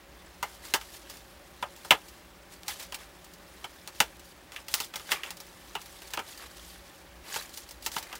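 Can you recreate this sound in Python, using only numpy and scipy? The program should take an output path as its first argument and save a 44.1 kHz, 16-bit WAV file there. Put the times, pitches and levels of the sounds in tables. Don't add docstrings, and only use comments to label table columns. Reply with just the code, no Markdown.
import sys
import numpy as np
from scipy import signal
from scipy.fft import rfft, irfft
from scipy.io import wavfile

SR = 44100
rng = np.random.default_rng(int(sys.argv[2]) if len(sys.argv) > 2 else 0)


def gain_from_decibels(decibels):
    exponent = np.asarray(decibels, float) / 20
    return 10 ** exponent


def put_to_file(sound):
    columns = np.atleast_2d(sound).T
    safe = np.clip(columns, -1, 1)
    whole_steps = np.round(safe * 32767)
    wavfile.write(sys.argv[1], SR, whole_steps.astype(np.int16))


N = 361179


def rms_one(x):
    return x / np.sqrt(np.mean(x ** 2) + 1e-20)


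def in_time(rows):
    s, level_db = np.transpose(rows)
    return np.interp(np.arange(N) / SR, s, level_db)


def coloured(x, spectrum):
    hz, db = np.transpose(spectrum)
    bins = np.maximum(np.fft.rfftfreq(len(x), 1 / SR), 1)
    gain = gain_from_decibels(np.interp(np.log(bins), np.log(hz), db))
    return irfft(rfft(x) * gain, len(x))


def drift(rate_hz):
    r = np.exp(-80 * np.pi * rate_hz / SR)
    noise = rng.standard_normal(N // 40 + 2002)
    slow = signal.lfilter([1], [1, -2 * r, r * r], noise)[2000:]
    return np.interp(np.arange(N) / 40, np.arange(len(slow)), rms_one(slow))


def resonance(x, hz, width_hz):
    r = np.exp(-np.pi * width_hz / SR)
    top = (1 - r * r) / 2
    poles = [1, -2 * r * np.cos(2 * np.pi * hz / SR), r * r]
    return signal.lfilter([top, 0, -top], poles, x)


def cut(x, hz, kind):
    return signal.sosfilt(signal.butter(2, hz, kind, fs=SR, output="sos"), x)


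SNAPS = [(0.428, -15.5, -14.5, -19.5, -21), (0.6512, -32, -20, -29, -14), (0.738, -6, -20, -19, -17.5),
         (0.7558, -24.5, -13, -32, -12), (0.8122, -29, -20, -18, -18), (1.6264, -22.5, -9, -15.5, -23),
         (1.8482, -31.5, -14, -21, -15), (1.9073, -2.3, -16, -12, -20.5), (2.6337, -25, -35, -35, -34),
         (2.681, -19.5, -20.5, -21.5, -12), (2.7981, -34, -34, -20, -9), (2.923, -25, -19, -17, -18),
         (2.944, -21, -28, -20, -15), (3.6425, -29.5, -12, -9.5, -15.5), (3.8755, -19.5, -27, -29.5, -23),
         (4.0032, -0.1, -23.5, -21.5, -22.5), (4.52, -30, -25, -21, -20), (4.562, -24.5, -37, -15, -25),
         (4.6833, -24.5, -27, -21.5, -16), (4.7407, -1, -37.5, -32.5, -23.5),
         (4.8023, -15, -23, -22.5, -17), (4.9384, -32, -13, -10.5, -14), (4.9577, -20.5, -24, -20, -15),
         (4.9967, -30.5, -18.5, -19, -20), (5.118, -6.5, -27.5, -19, -21.5), (5.234, -25, -22, -11, -21),
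         (5.2613, -30, -31, -18, -22), (5.3059, -18, -31, -28, -22), (5.4022, -31.5, -22, -35, -11),
         (5.7525, -19.5, -13.5, -15.5, -24), (6.02, -28.5, -25, -24, -21.5), (6.1362, -14, -26, -24, -24),
         (6.1741, -19, -14.5, -17, -32), (6.192, -26.5, -9.5, -12.5, -18), (7.3416, -24, -31, -15.5, -15),
         (7.3603, -16.5, -20, -25, -25), (7.8627, -10.5, -27, -27, -19.5), (7.965, -18, -14, -18.5, -21),
         (7.983, -23.5, -29, -23, -13), (8.1279, -23.5, -18.5, -19.5, -25),
         (8.1535, -26.5, -29, -26, -16.5)]
# t/s, level/dB
TICKS = [(1.098, -35), (1.139, -44), (1.1697, -44), (1.7627, -44), (2.084, -41), (2.8265, -36.5),
         (3.243, -43), (3.336, -43.5), (4.195, -43.5), (4.844, -34.5), (5.075, -44), (5.3695, -40.5),
         (5.4656, -46), (5.8155, -38.5), (5.859, -41), (6.074, -41), (6.1053, -40), (6.3758, -40),
         (7.4231, -37), (7.4932, -42.5), (7.5393, -39), (7.5732, -32.5), (7.6897, -40), (7.7092, -36),
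         (7.824, -38.5), (7.917, -34), (8.0267, -35.5)]
# knock, ring, crack [level/dB relative to the tick]
TICK_PARTS_DB = (-21, -18.5, -7.5)
PART_EDGES_HZ = [100, 650, 1700, 4000]


def snaps():
    t = np.arange(SR // 6) / SR
    out = np.zeros(N + len(t))
    click = release_click(t)
    ticks = [(*tick, *TICK_PARTS_DB) for tick in TICKS]
    for s, level_db, knock_db, ring_db, crack_db in SNAPS + ticks:
        parts_db = [knock_db - 4.5, knock_db, ring_db, crack_db]
        swarm = dying_swarm(t)
        body = card_body(swarm[:3])
        bands = zip(PART_EDGES_HZ, PART_EDGES_HZ[1:])
        parts = [cut(x, band, "band") for x, band in zip(body, bands)]
        parts.append(bright_crack(swarm[3], swarm[4]))
        first = SR // 50
        tail = sum(gain_from_decibels(db) * x / np.std(x[:first]) for x, db in zip(parts, parts_db))
        at = round(s * SR)
        out[at:at + len(t)] += gain_from_decibels(level_db) * (click * rng.choice([-1, 1]) + tail)
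    return out[:N]


def release_click(t, click_hz=3500, peak_db=-2):
    click = resonance(1. * (t == 0), click_hz, 0.93 * click_hz)
    return gain_from_decibels(peak_db) * click / np.abs(click).max()


def dying_swarm(t, t60_s=0.097, early_s=0.0075, early_db=2.5, strike_db=26.5):
    lengths_s = t60_s * np.array([[1.3], [1.15], [1], [.9], [.85]])
    dying = gain_from_decibels(-60 * t / lengths_s + early_db * np.exp(-t / early_s))
    swarm = dying * rng.standard_normal(dying.shape)
    swarm[:3, 0] = gain_from_decibels(strike_db)
    return swarm


# f/Hz, width/Hz, level/dB
CARD = [(200, 52, -36), (435, 98, -2), (565, 69, -2), (842, 130, 9.5), (1037, 107, 3.5), (1173, 78, 6),
        (1340, 230, 5.5), (1660, 190, 6.5), (2020, 340, 3), (2384, 270, 3.5), (2740, 235, 4),
        (3057, 140, 5.5), (3377, 200, 1.5), (3880, 890, -4)]


def card_body(swarm, spread_db=1.5, broad_db=-12.0):
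    strengths = gain_from_decibels(spread_db * rng.standard_normal(len(CARD)))
    body = gain_from_decibels(broad_db) * swarm
    for k, (hz, width_hz, db) in enumerate(CARD):
        body = body + (-1) ** k * gain_from_decibels(db) * strengths[k] * resonance(swarm, hz, width_hz)
    return body


# f/Hz, level/dB per Hz
CRACK = [(3000, -15), (4200, -8), (6000, -11), (9000, -14.5), (13000, -19), (16000, -11.5)]


def bright_crack(treble, top_treble):
    both = cut(treble, 7600, "low") + cut(top_treble, 8600, "high")
    return cut(coloured(both, CRACK), PART_EDGES_HZ[-1], "high")


# f/Hz, level/dB per Hz
PAPER = [(180, -27), (300, -10), (915, -6.5), (1010, -11), (1100, -5), (1390, -13.5), (1750, -7),
         (3400, -10), (16000, -18.5)]


def rustle(patchy_db=1.3):
    bright_gain, dull_gain = swell_gains()
    paper = coloured(creased_sheet(), PAPER)
    edges_hz = [200, 1200, 3000, 5000, 8000, 12000, 18000]
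    together = drift(60)
    bands = []
    for k, band_hz in enumerate(zip(edges_hz, edges_hz[1:])):
        patches = gain_from_decibels(patchy_db * (together + drift(35)))
        bands.append((-1) ** k * cut(paper, band_hz, "band") * patches)
    dull, bright = sum(bands[:2]), sum(bands[2:])
    return (bright_gain * bright + dull_gain * dull) / np.std(bright)


def creased_sheet(per_s=3000.0, size_db=2.5, smooth_db=1.5, flecks_per_s=120.0, fleck_db=-6.5):
    sizes = gain_from_decibels(size_db * np.minimum(rng.exponential(1, N), 4)) * rng.choice([-1, 1], N)
    creases = rms_one(sizes * (rng.random(N) < per_s / SR))
    popped = sizes * (rng.random(N) < flecks_per_s / SR)
    panel = rng.integers(0, 16, N)
    pitches_hz = np.geomspace(1200, 9000, 16)
    flecks = sum(resonance(popped * (panel == k) + 1e-18, hz, 97.0) for k, hz in enumerate(pitches_hz))
    hiss = gain_from_decibels(smooth_db) * rng.standard_normal(N)
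    return creases + hiss + gain_from_decibels(fleck_db) * rms_one(flecks)


# t/s of full level, hold/s, bright level/dB, dull level/dB relative to it
SWELLS = [(0.453, 0.099, -54, -7), (0.643, 0.063, -48, -4), (0.764, 0.17, -56, -10),
          (0.942, 0.019, -46.5, -11), (1.1, 0.051, -52.5, -3.5), (1.86, 0.094, -52.5, -14),
          (2.523, 0.0057, -50, -7), (2.699, 0.02, -40, -4.5), (2.797, 0.034, -44, -5),
          (3.006, 0.016, -51.5, 2.5), (3.954, 0.11, -53, -9), (4.248, 0.066, -56.5, -20),
          (4.535, 0.059, -53.5, 1), (4.715, 0.068, -43, -7.5), (4.802, 0.031, -43, -8),
          (4.986, 0.084, -52.5, -6), (5.114, 0.022, -37, 0.5), (5.155, 0.017, -52, 10),
          (5.243, 0.035, -51, 6), (6.282, 0.0081, -48, -6), (6.317, 0.019, -51, -13),
          (6.404, 0.053, -53, 3.5), (6.57, 0.17, -54, -10), (7.264, 0.048, -50.5, 2),
          (7.334, 0.041, -38.5, -5), (7.39, 0.069, -51, 0.5), (7.54, 0.075, -49.5, -14),
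          (7.853, 0.016, -43.5, -29), (7.941, 0.032, -41.5, -8.5), (8.02, 0.17, -54.5, 4)]
# t/s, bright level/dB
HANDLING = [(0, -65), (0.35, -60), (1.2, -58.5), (1.4, -61), (1.7, -58), (2.1, -57), (2.4, -64.5),
            (2.9, -61), (3.3, -60), (3.8, -57.5), (4.4, -64), (5.5, -57.5), (6.1, -53.5), (6.9, -57),
            (7.15, -61.5), (7.7, -58.5), (8.19, -74)]


def swell_gains(rise_db_per_s=441, fall_db_per_s=286, handling_dull_db=-4):
    t = np.arange(N) / SR
    handling_db = in_time(HANDLING)
    bright = gain_from_decibels(2 * handling_db)
    dull = gain_from_decibels(2 * (handling_db + handling_dull_db))
    for s, hold_s, db, dull_db in SWELLS:
        before_s, after_s = np.maximum(s - t, 0), np.maximum(t - s - hold_s, 0)
        away_db = rise_db_per_s * before_s + fall_db_per_s * after_s
        power = gain_from_decibels(2 * (db - np.minimum(away_db, 60)))
        bright = bright + power
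        dull = dull + power * gain_from_decibels(2 * dull_db)
    return np.sqrt(bright), np.sqrt(dull)


# f/Hz, level/dB (relative)
ROOM_TONE = [(15, -27), (25, -7.5), (117, -10), (180, -9.5), (236, -10), (344, -5.5), (476, -13.5),
             (560, -6.5), (677, -13), (796, -11), (1330, -14), (1740, -13.5), (8590, -31.5), (14800, -33.5),
             (16000, -16)]


def room_tone(level_db=-52.5):
    return gain_from_decibels(level_db) * rms_one(coloured(rng.standard_normal(N), ROOM_TONE))


# f/Hz, width/Hz, level/dB (rms; the lowest also swells)
BOOMS = [(53.3, 25, -59.5), (176.8, 11, -67.5), (360, 20, -72), (560.3, 37, -68), (783, 57, -70.5)]
# t/s, level/dB (only the departure from its mean counts)
BOOM_SWELL = [(0.0, -60), (0.7, -58), (1.6, -63), (2.1, -63.5), (3.7, -60.5), (5.1, -64), (5.8, -61),
              (6.9, -60), (7.8, -61), (8.19, -63)]


def room_booms():
    swell_db = in_time(BOOM_SWELL)
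    out = np.zeros(N)
    for k, (hz, width_hz, db) in enumerate(BOOMS):
        once = resonance(rng.standard_normal(N), hz, width_hz)
        boom = gain_from_decibels(db) * rms_one(resonance(once, hz, width_hz))
        if k == 0:
            boom = boom * gain_from_decibels(swell_db - np.mean(swell_db))
        out += boom
    return out


def scene():
    return (snaps() + rustle() + room_tone() + room_booms())[None]


def band_limit(x):
    return signal.sosfilt(signal.butter(12, 17110, fs=SR, output="sos"), x)


def record(dry):
    steep = signal.cheby2(12, 40, 15780 * 1.025, fs=SR, output="sos")
    x = signal.sosfilt(steep, dry)
    x = cut(x, 39.5, "high")
    return band_limit(np.clip(x, -1, 1))


dry = scene()
out = record(dry)
put_to_file(out)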